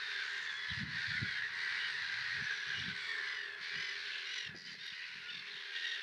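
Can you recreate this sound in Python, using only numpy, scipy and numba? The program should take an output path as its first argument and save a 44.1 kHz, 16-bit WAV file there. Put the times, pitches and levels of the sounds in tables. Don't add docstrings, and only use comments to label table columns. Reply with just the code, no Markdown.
import sys
import numpy as np
from scipy import signal
from scipy.fft import rfft, irfft, next_fast_len
from scipy.io import wavfile
from numba import njit

SR = 44100
rng = np.random.default_rng(int(sys.argv[2]) if len(sys.argv) > 2 else 0)


def file_out(sig):
    cols = np.atleast_2d(sig).T
    lim = np.clip(cols, -1, 1)
    pcm = np.round(lim * 32767).astype(np.int16)
    wavfile.write(sys.argv[1], SR, pcm)


N = 265482
CALL_T = np.arange(int(SR * .75)) / SR


def undb(db):
    return 10 ** (np.asarray(db) / 20)


def unit(x):
    return x / np.sqrt(np.mean(x ** 2) + 1e-20)


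def curves(table):
    times, *columns = np.transpose(table)
    return [np.interp(np.arange(N) / SR, times, column) for column in columns]


def colour(x, points):
    hz, db = np.transpose(points)
    size = next_fast_len(x.shape[-1])
    bins_hz = np.maximum(np.arange(size // 2 + 1) * SR / size, 1)
    gain = undb(np.interp(np.log(bins_hz), np.log(hz), db))
    return unit(irfft(rfft(x, size) * gain, size)[..., :x.shape[-1]])


def waver(rate, t=CALL_T):
    steps = rng.standard_normal(4096)
    return np.interp(t * rate, np.arange(len(steps)), steps)


def narrow_noise(size, side_db):
    mid, side = rng.standard_normal((2, size))
    return mid + undb(side_db) * side * np.array([[1], [-1]])


@njit
def swept_bandpass(x, hz, width_hz):
    out, band_state, low_state = np.empty(len(x)), 0., 0.
    for i in range(len(x)):
        tuning, damping = np.tan(np.pi * hz[i] / SR), width_hz / hz[i]
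        band = (band_state + tuning * (x[i] - low_state)) / (1 + tuning * (tuning + damping))
        band_state = 2 * band - band_state
        low_state += 2 * tuning * band
        out[i] = damping * band
    return out


def resonance(x, hz, width_hz):
    hz, width_hz = hz * np.ones(len(x)), float(width_hz)
    return unit(swept_bandpass(swept_bandpass(x, hz, width_hz), hz, width_hz))


def add(out, start, x):
    offset = int(start * SR)
    first, last = max(offset, 0), min(offset + len(x), N)
    if last > first:
        out[first:last] += x[first - offset:last - offset]


def gesture(length, top_hz, end_hz, crest, edge_s):
    progress = np.clip(CALL_T / length, 0, 1)
    pitch = top_hz + (end_hz - top_hz) * ((progress - crest) / (1 - crest)) ** 2
    fade = np.clip(np.minimum(CALL_T, length - CALL_T) / edge_s, 0, 1)
    return progress, pitch, np.sin(np.pi / 2 * fade)


def syrinx(pitch, burst_hz, jitter, hiss, bend, harmonics=13):
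    cycle = rng.random() + np.cumsum(burst_hz * (1 + .021 * waver(58.6))) / SR
    flutter = np.sin(np.pi * cycle) ** 2
    phase = np.cumsum(pitch * (1 + jitter * waver(1200) + bend * (flutter - .75))) / SR
    angle = np.pi * (phase % 1) + 1e-9
    tone = np.sin((2 * harmonics + 1) * angle) / np.sin(angle) - 1
    return unit(tone) + hiss * rng.standard_normal(len(CALL_T)), flutter


def bursts(flutter, depth, uneven_db):
    return unit((1 - depth + depth * flutter) * undb(uneven_db * waver(89.15)))


def burst_rate(pitch, top_hz):
    usual_burst_hz, usual_pitch_hz, slowing = 86, 928.6, 1.74
    return usual_burst_hz * top_hz / usual_pitch_hz * (pitch / top_hz) ** slowing


def flock(count=90):
    # f/Hz, level/dB
    far_tone = [(400, -37), (700, -28), (1000, -11.5), (1250, 0), (1520, 8.5), (1850, 2.5), (2200, -0.5),
                (2600, -12), (3200, -13.5), (4200, -11.5), (4800, -17.5), (6000, -28), (7200, -42),
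                (9500, -46.5), (14000, -62.5)]
    # t/s, body level/dB, shrill edge level/dB
    swells = [(0.0, -46.5, -48), (0.35, -46, -47), (0.55, -47.5, -52), (0.8, -46.5, -47),
              (0.85, -50, -54.5), (0.98, -47.5, -49), (1.5, -45.5, -49), (1.8, -43.5, -47),
              (2.15, -44, -46.5), (2.4, -47, -49), (2.92, -48.5, -49), (3.28, -44.5, -48),
              (3.56, -51.5, -60), (3.63, -49, -47), (3.76, -49.5, -49), (4.43, -52.5, -48),
              (4.54, -56.5, -65.5), (4.63, -64, -60), (4.7, -55, -51), (4.77, -61.5, -55),
              (4.85, -55, -51.5), (5.6, -52.5, -52.5), (5.85, -52, -47), (6.02, -50.5, -50.5)]
    chorus = np.zeros(N)
    for k, (when, long, high, pace, hoarse, far) in enumerate(rng.random((count, 6))):
        top_hz = 800 + 300 * high
        progress, pitch, swell = gesture(.25 + .4 * long, top_hz, top_hz * .88, crest=.33, edge_s=.045)
        burst_hz = (70 + 25 * pace) * (1 - .18 * progress)
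        source, flutter = syrinx(pitch, burst_hz, jitter=.05 + .04 * hoarse, hiss=.6, bend=.08)
        start = (k + when) / count * (N / SR + .5) - .5
        add(chorus, start, undb(-4 * far) * swell * bursts(flutter, depth=.65, uneven_db=1.5) * source)
    chorus = colour(chorus, far_tone)
    body = signal.sosfiltfilt(signal.butter(4, 2400, fs=SR, output="sos"), chorus)
    body_db, shrill_db = curves(swells)
    return undb(body_db) * unit(body) + undb(shrill_db) * unit(chorus - body)


def rasps():
    # start/s, end/s, top pitch/Hz, level/dB, then the upper resonance's f/Hz, width/Hz, level/dB
    screams = [ (-0.25, 0.423, 900.6, -52.5, 3730, 1310, -55.5), (0.223, 0.6, 907, -54, 6300, 2100, -64.5),
               (0.541, 0.839, 985, -50.5, 4560, 1010, -59.5), (0.887, 1.353, 885, -50, 4400, 1090, -55),
               (1.075, 1.51, 971, -50.5, 3920, 960, -55), (1.522, 2, 983, -45, 4380, 1010, -58.5),
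               (1.529, 2.218, 878, -52, 4000, 950, -55.5), (1.956, 2.399, 985, -49.5, 4300, 990, -54.5),
               (2.39, 2.863, 836.6, -52, 5830, 500, -62), (2.438, 2.945, 928, -55, 3480, 840, -53),
               (2.929, 3.343, 920, -55, 3950, 960, -55.5), (2.918, 3.208, 912, -72, 7800, 1900, -73.5),
               (3.131, 3.356, 828, -49, 3640, 700, -62), (3.33, 3.593, 887, -54.5, 3570, 705, -63),
               (3.6, 4.231, 924, -52, 4110, 1060, -55), (4.04, 4.246, 895, -58, 3020, 800, -48.5),
               (4.279, 4.478, 887, -63, 2980, 900, -55), (4.542, 4.772, 977, -57.5, 4730, 970, -54.5),
               (4.793, 5.109, 945, -60, 4600, 805, -61), (4.899, 5.524, 961, -63, 2500, 580, -54.5),
               (5.449, 5.76, 939, -59.5, 3370, 810, -52), (5.73, 6.094, 933, -49.5, 3300, 890, -48)]
    # f/Hz, level/dB
    throat = [(500, -6.5), (1000, 3), (1400, -20), (2000, 12.5), (2700, 9), (3600, -2), (4700, -28),
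              (6000, -51), (7200, -10), (8600, -2), (10500, -34), (14000, -37)]
    sag_hz_per_s = 170
    out = np.zeros(N)
    for start, end, top_hz, db, upper_hz, upper_width_hz, upper_db in screams:
        length = end - start
        _, pitch, swell = gesture(length, top_hz, top_hz - sag_hz_per_s * length, crest=.25, edge_s=.039)
        source, flutter = syrinx(pitch, burst_rate(pitch, top_hz), jitter=.03, hiss=.35, bend=.04)
        body = resonance(source, 2 * pitch, width_hz=720)
        hoarse = source + undb(2.5) * rng.standard_normal(len(CALL_T))
        chirp = 1 + .09 * (flutter - .75)
        upper = resonance(hoarse, upper_hz * chirp * pitch / top_hz, upper_width_hz)
        upper *= bursts(flutter, depth=.17, uneven_db=1)
        overtones = undb(-14.5) * colour(hoarse, throat)
        voice = undb(db) * (body + overtones) + undb(upper_db) * upper
        add(out, start, swell * bursts(flutter, depth=.69, uneven_db=2.5) * voice)
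    return out


def yelps():
    # start/s, end/s, pitch/Hz, level/dB, throat f/Hz, throat width/Hz, jitter/share of pitch
    notes = [ (-0.04, 0.102, 756, -50, 1460, 200, 0.1), (0.461, 0.53, 866, -49.5, 3490, 199, 0.1),
             (0.54, 0.656, 857, -50, 3430, 200, 0.03), (0.688, 0.72, 980, -53, 4000, 300, 0.02),
             (0.684, 0.73, 830, -46.5, 3280, 400, 0.13), (1.107, 1.274, 737, -49.5, 1510, 200, 0.05),
             (1.165, 1.207, 1027, -40.5, 2050, 200, 0.12), (1.351, 1.438, 849, -46, 1710, 200, 0.02),
             (1.42, 1.485, 935, -43, 1880, 200, 0.09), (1.79, 1.888, 992, -47, 3030, 600, 0.06),
             (1.796, 1.83, 877, -52, 3560, 400, 0), (2.727, 2.804, 978, -48, 2930, 450, 0.06),
             (2.771, 2.827, 768, -53, 2360, 400, 0.02), (4.652, 4.72, 1024, -61, 3080, 200, 0.02),
             (4.96, 5.073, 945, -52, 1890, 250, 0.18), (5.028, 5.062, 850, -50, 2500, 300, 0.1),
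             (5.113, 5.15, 845, -60, 2550, 300, 0.04), (5.211, 5.336, 727, -53.5, 1430, 200, 0),
             (5.281, 5.309, 985, -49, 2960, 250, 0), (5.495, 5.53, 1030, -56, 4140, 200, 0.07)]
    out = np.zeros(N)
    for start, end, top_hz, db, throat_hz, throat_width_hz, jitter in notes:
        _, pitch, swell = gesture(end - start, top_hz, top_hz * .975, crest=.491, edge_s=.013)
        source, flutter = syrinx(pitch, burst_hz=99.9, jitter=jitter, hiss=.1, bend=.019)
        voice = undb(db) * resonance(source, throat_hz, throat_width_hz)
        add(out, start, swell * bursts(flutter, depth=.42, uneven_db=2.5) * voice)
    return out


def wails():
    # start/s, end/s, first pitch/Hz, last pitch/Hz, jitter/share of pitch, harmonics 2-4 level/dB
    cries = [ (0.0, 0.235, 921, 887, 0.02, -52, -57, -49), (0.12, 0.421, 818, 795, 0.04, -49, -62, -64),
             (0.28, 0.562, 960, 824, 0.03, -48, -61, -57), (0.578, 0.858, 869, 857, 0.01, -48.5, -67, -58),
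             (0.926, 1.205, 912, 861, 0.08, -44.5, -70, -52.5), (0.96, 1.1, 805, 781, 0.06, -45, -56, -62),
             (1.037, 1.222, 1185, 1040, 0.05, -51, -55, -54),
             (1.216, 1.421, 1161, 991, 0.02, -51, -53, -58), (1.218, 1.501, 981, 847, 0.13, -46, -58, -63),
             (1.559, 1.928, 1160, 1126, .03, -52, -68, -61), (1.683, 1.991, 956, 920, 0.01, -55, -59, -55),
             (1.777, 1.941, 840, 751, 0.08, -49, -65, -57), (2.021, 2.215, 808, 754, 0.07, -48, -63, -66),
             (2.214, 2.571, 975, 792, 0.06, -43, -57.5, -60),
             (2.579, 2.782, 850, 779, 0.08, -45.5, -64, -64),
             (2.97, 3.176, 1145, 1124, 0.02, -50, -51, -57),
             (3.056, 3.265, 925, 869, 0.03, -42.5, -66, -59),
             (3.358, 3.582, 935, 832, 0.03, -50, -71, -58.5), (3.63, 3.99, 1178, 1145, 0.02, -53, -59, -69),
             (4.422, 4.584, 881, 820, 0.06, -53.5, -63, -68), (5.71, 5.999, 949, 923, 0.03, -49, -52, -62)]
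    out = np.zeros(N)
    for start, end, top_hz, end_hz, jitter, second_db, third_db, fourth_db in cries:
        progress, _, swell = gesture(end - start, top_hz, end_hz, crest=0, edge_s=.05)
        pitch = top_hz + (end_hz - top_hz) * progress ** 1.5
        source, flutter = syrinx(pitch, burst_rate(pitch, top_hz), jitter, hiss=.3, bend=.025)
        voice = (undb(second_db) * resonance(source, 2 * pitch, width_hz=290)
                 + undb(third_db) * resonance(source, 3 * pitch, width_hz=700)
                 + undb(fourth_db) * resonance(source, 4 * pitch, width_hz=960))
        add(out, start, swell * bursts(flutter, depth=.72, uneven_db=1.5) * voice)
    return out


def bank_echo(birds, t60_s, db):
    tail = narrow_noise(len(CALL_T), side_db=-58) * undb(-60 * CALL_T / t60_s)
    tail /= np.sqrt(np.sum(tail[0] ** 2))
    return undb(db) * signal.fftconvolve(birds[None], tail)[:, :N]


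def open_air():
    # f/Hz, level/dB
    air_tone = [(30, -39), (120, -32), (300, -18), (360, -0.5), (405, 10), (470, -4.5), (650, -9.5),
                (1000, -11.5), (3000, -4), (9000, -45), (14000, -36)]
    # t/s, level/dB
    air_ride = [(0.0, -63), (0.82, -68.5), (1.05, -75), (1.45, -64.5), (3.2, -63.5), (3.65, -62.5),
                (4.48, -62), (4.6, -70), (4.95, -73), (5.9, -63)]
    (air_db,) = curves(air_ride)
    waver_db = 2 * waver(11, np.arange(N) / SR)
    return undb(air_db + waver_db) * colour(narrow_noise(N, side_db=-36), air_tone)


def wide_hiss():
    # f/Hz, level/dB
    tone = [(40, 5), (130, -2), (400, 14), (1500, 4.5), (5000, -14.5), (9000, 2.5), (14000, -7)]
    return undb(-78.5) * colour(rng.standard_normal((2, N)), tone)


def wind():
    # t/s, rumble level/dB
    breeze = [(0.0, -79.5), (0.65, -76.5), (1.05, -65), (1.6, -72), (2.6, -74.5), (3.3, -79.5), (4.1, -80),
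              (5.0, -85), (6.02, -94)]
    # peak t/s, length/s, rumble level/dB, flutter level/dB
    gusts = [ (0.72, 0.026, -43, -62), (0.779, 0.022, -41, -53), (0.823, 0.046, -38.5, -39),
             (0.88, 0.043, -56, -46), (0.95, 0.086, -51, -56), (1.105, 0.044, -42.5, -73),
             (1.153, 0.045, -50, -58), (1.192, 0.018, -43, -57), (1.23, 0.028, -40.5, -37.5),
             (1.285, 0.023, -47.5, -67), (2.023, 0.057, -63, -85), (2.2, 0.091, -59.5, -87),
             (2.363, 0.099, -55, -69), (2.424, 0.036, -45, -54), (2.693, 0.077, -61, -77),
             (2.797, 0.1, -50, -56), (2.876, 0.078, -53, -45), (3.607, 0.085, -76, -70),
             (3.77, 0.047, -58, -56.5), (4.495, 0.057, -55.5, -62.5), (4.536, 0.09, -64, -56.5),
             (4.698, 0.16, -82, -59.5), (4.923, 0.01, -66, -59), (5.166, 0.086, -66, -65),
             (5.368, 0.11, -78, -60.5), (5.546, 0.054, -88, -66.5)]
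    # f/Hz, level/dB
    rumble_tone = [(25, -38), (50, -20), (80, -2.5), (120, 1.5), (160, -2.5), (220, -25.5), (500, -71)]
    # f/Hz, level/dB
    flutter_tone = [(70, -34), (125, -5), (180, 3), (230, -4), (310, -15.5), (500, -34.5), (800, -42),
                    (2000, -76)]
    rise, fall = .37, .48
    t = np.arange(N) / SR
    (breeze_db,) = curves(breeze)
    rumble_gain, flutter_gain = undb(breeze_db), undb(breeze_db - 3.5)
    for peak_s, length, rumble_db, flutter_db in gusts:
        push = np.exp(-np.maximum((peak_s - t) / rise, (t - peak_s) / fall) / length)
        rumble_gain = np.hypot(rumble_gain, undb(rumble_db) * push)
        flutter_gain = np.hypot(flutter_gain, undb(flutter_db) * push)
    rumble = rumble_gain * colour(narrow_noise(N, side_db=-26), rumble_tone)
    flutter = flutter_gain * colour(narrow_noise(N, side_db=-25.5), flutter_tone)
    return signal.sosfilt(signal.butter(3, 48, "high", fs=SR, output="sos"), rumble + flutter)


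def trills():
    # start/s, end/s, crest/s, top pitch/Hz, last pitch/Hz, jitter/share of pitch,
    # in-between tones relative to the harmonics/dB, harmonics 2-6 level/dB
    arches = [ (2.635, 2.863, 2.73, 990, 945, 0, -9, -56, -58, -77, -78, -70),
              (3.223, 3.572, 3.315, 989, 819, 0, -22, -48, -56.5, -71, -58.5, -69),
              (3.726, 3.985, 3.85, 1011, 915, 0, -15, -47.5, -52.5, -72, -55, -65.5),
              (4.24, 4.51, 4.36, 973, 873, 0, -6.5, -53.5, -52, -51.5, -64, -59),
              (4.781, 4.935, 4.863, 933, 900, 0, -23, -61, -64, -52, -59, -65),
              (5.273, 5.417, 5.353, 923, 888, 0.03, -16, -74, -57, -49.5, -57, -64.5),
              (5.819, 5.975, 5.89, 942, 891, 0.02, -11, -47, -63, -47.5, -66, -62)]
    roll_off = (-19, -24, -27, -32)
    burst_hz, fade_db, dulling_db = 44.3, 1.2, .8
    out = np.zeros(N)
    for start, end, crest_s, top_hz, end_hz, jitter, between_db, *harmonics_db in arches:
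        length = end - start
        _, pitch, swell = gesture(length, top_hz, end_hz, crest=(crest_s - start) / length, edge_s=.035)
        cycle = np.cumsum(burst_hz * (1 + .03 * waver(58))) / SR
        flutter = np.sin(np.pi * cycle) ** 2
        wobble = 1 + jitter * waver(1200) + .003 * waver(60) + .014 * (flutter - .75)
        phase = 2 * np.pi * np.cumsum(pitch * wobble) / SR
        semitones_down = 12 * np.log2(top_hz / pitch)
        levels_db = [*harmonics_db, *(harmonics_db[-1] + np.array(roll_off))]
        voice = 0
        for k in np.arange(2, 10.5, .5):
            db = np.interp(k - 2, np.arange(len(levels_db)), levels_db) + (between_db if k % 1 else 0)
            loss_db = fade_db * semitones_down + dulling_db * (k - 2) * semitones_down ** 2
            gain = np.sqrt(2) * undb(db - loss_db + 1.8 * waver(70))
            voice += gain * np.sin(k * phase + 2 * np.pi * rng.random())
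        loudness = np.sqrt(signal.fftconvolve(voice ** 2, np.ones(512) / 512, "same") + 1e-14)
        breath = undb(-9) * loudness * resonance(rng.standard_normal(len(CALL_T)), hz=3140, width_hz=920)
        chop = bursts(np.tanh(1.5 * flutter), depth=.97, uneven_db=1.8)
        add(out, start, swell * chop * (voice + breath))
    return out


def knocks():
    # t/s, f/Hz, width/Hz, level/dB, decay/s
    hits = [(3.535, 650, 250, -68, 0.051), (4.544, 378, 285, -52, 0.022), (4.74, 384, 394, -60, 0.0095),
            (4.86, 10300, 7000, -70, 0.017)]
    out = np.zeros(N)
    for start, hz, width_hz, db, decay_s in hits:
        band = resonance(rng.standard_normal(len(CALL_T)), hz, width_hz)
        add(out, start, undb(db) * np.exp(-CALL_T / decay_s) * band)
    return out


def scene():
    birds = rasps() + wails() + trills() + yelps() + flock()
    echo = bank_echo(birds, t60_s=.35, db=-17)
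    return birds + echo + wide_hiss() + wind() + open_air() + knocks()


def record(dry):
    top_hz = 14300
    return signal.sosfilt(signal.ellip(8, .2, 70, top_hz, fs=SR, output="sos"), dry)


dry = scene()
out = record(dry)
file_out(out)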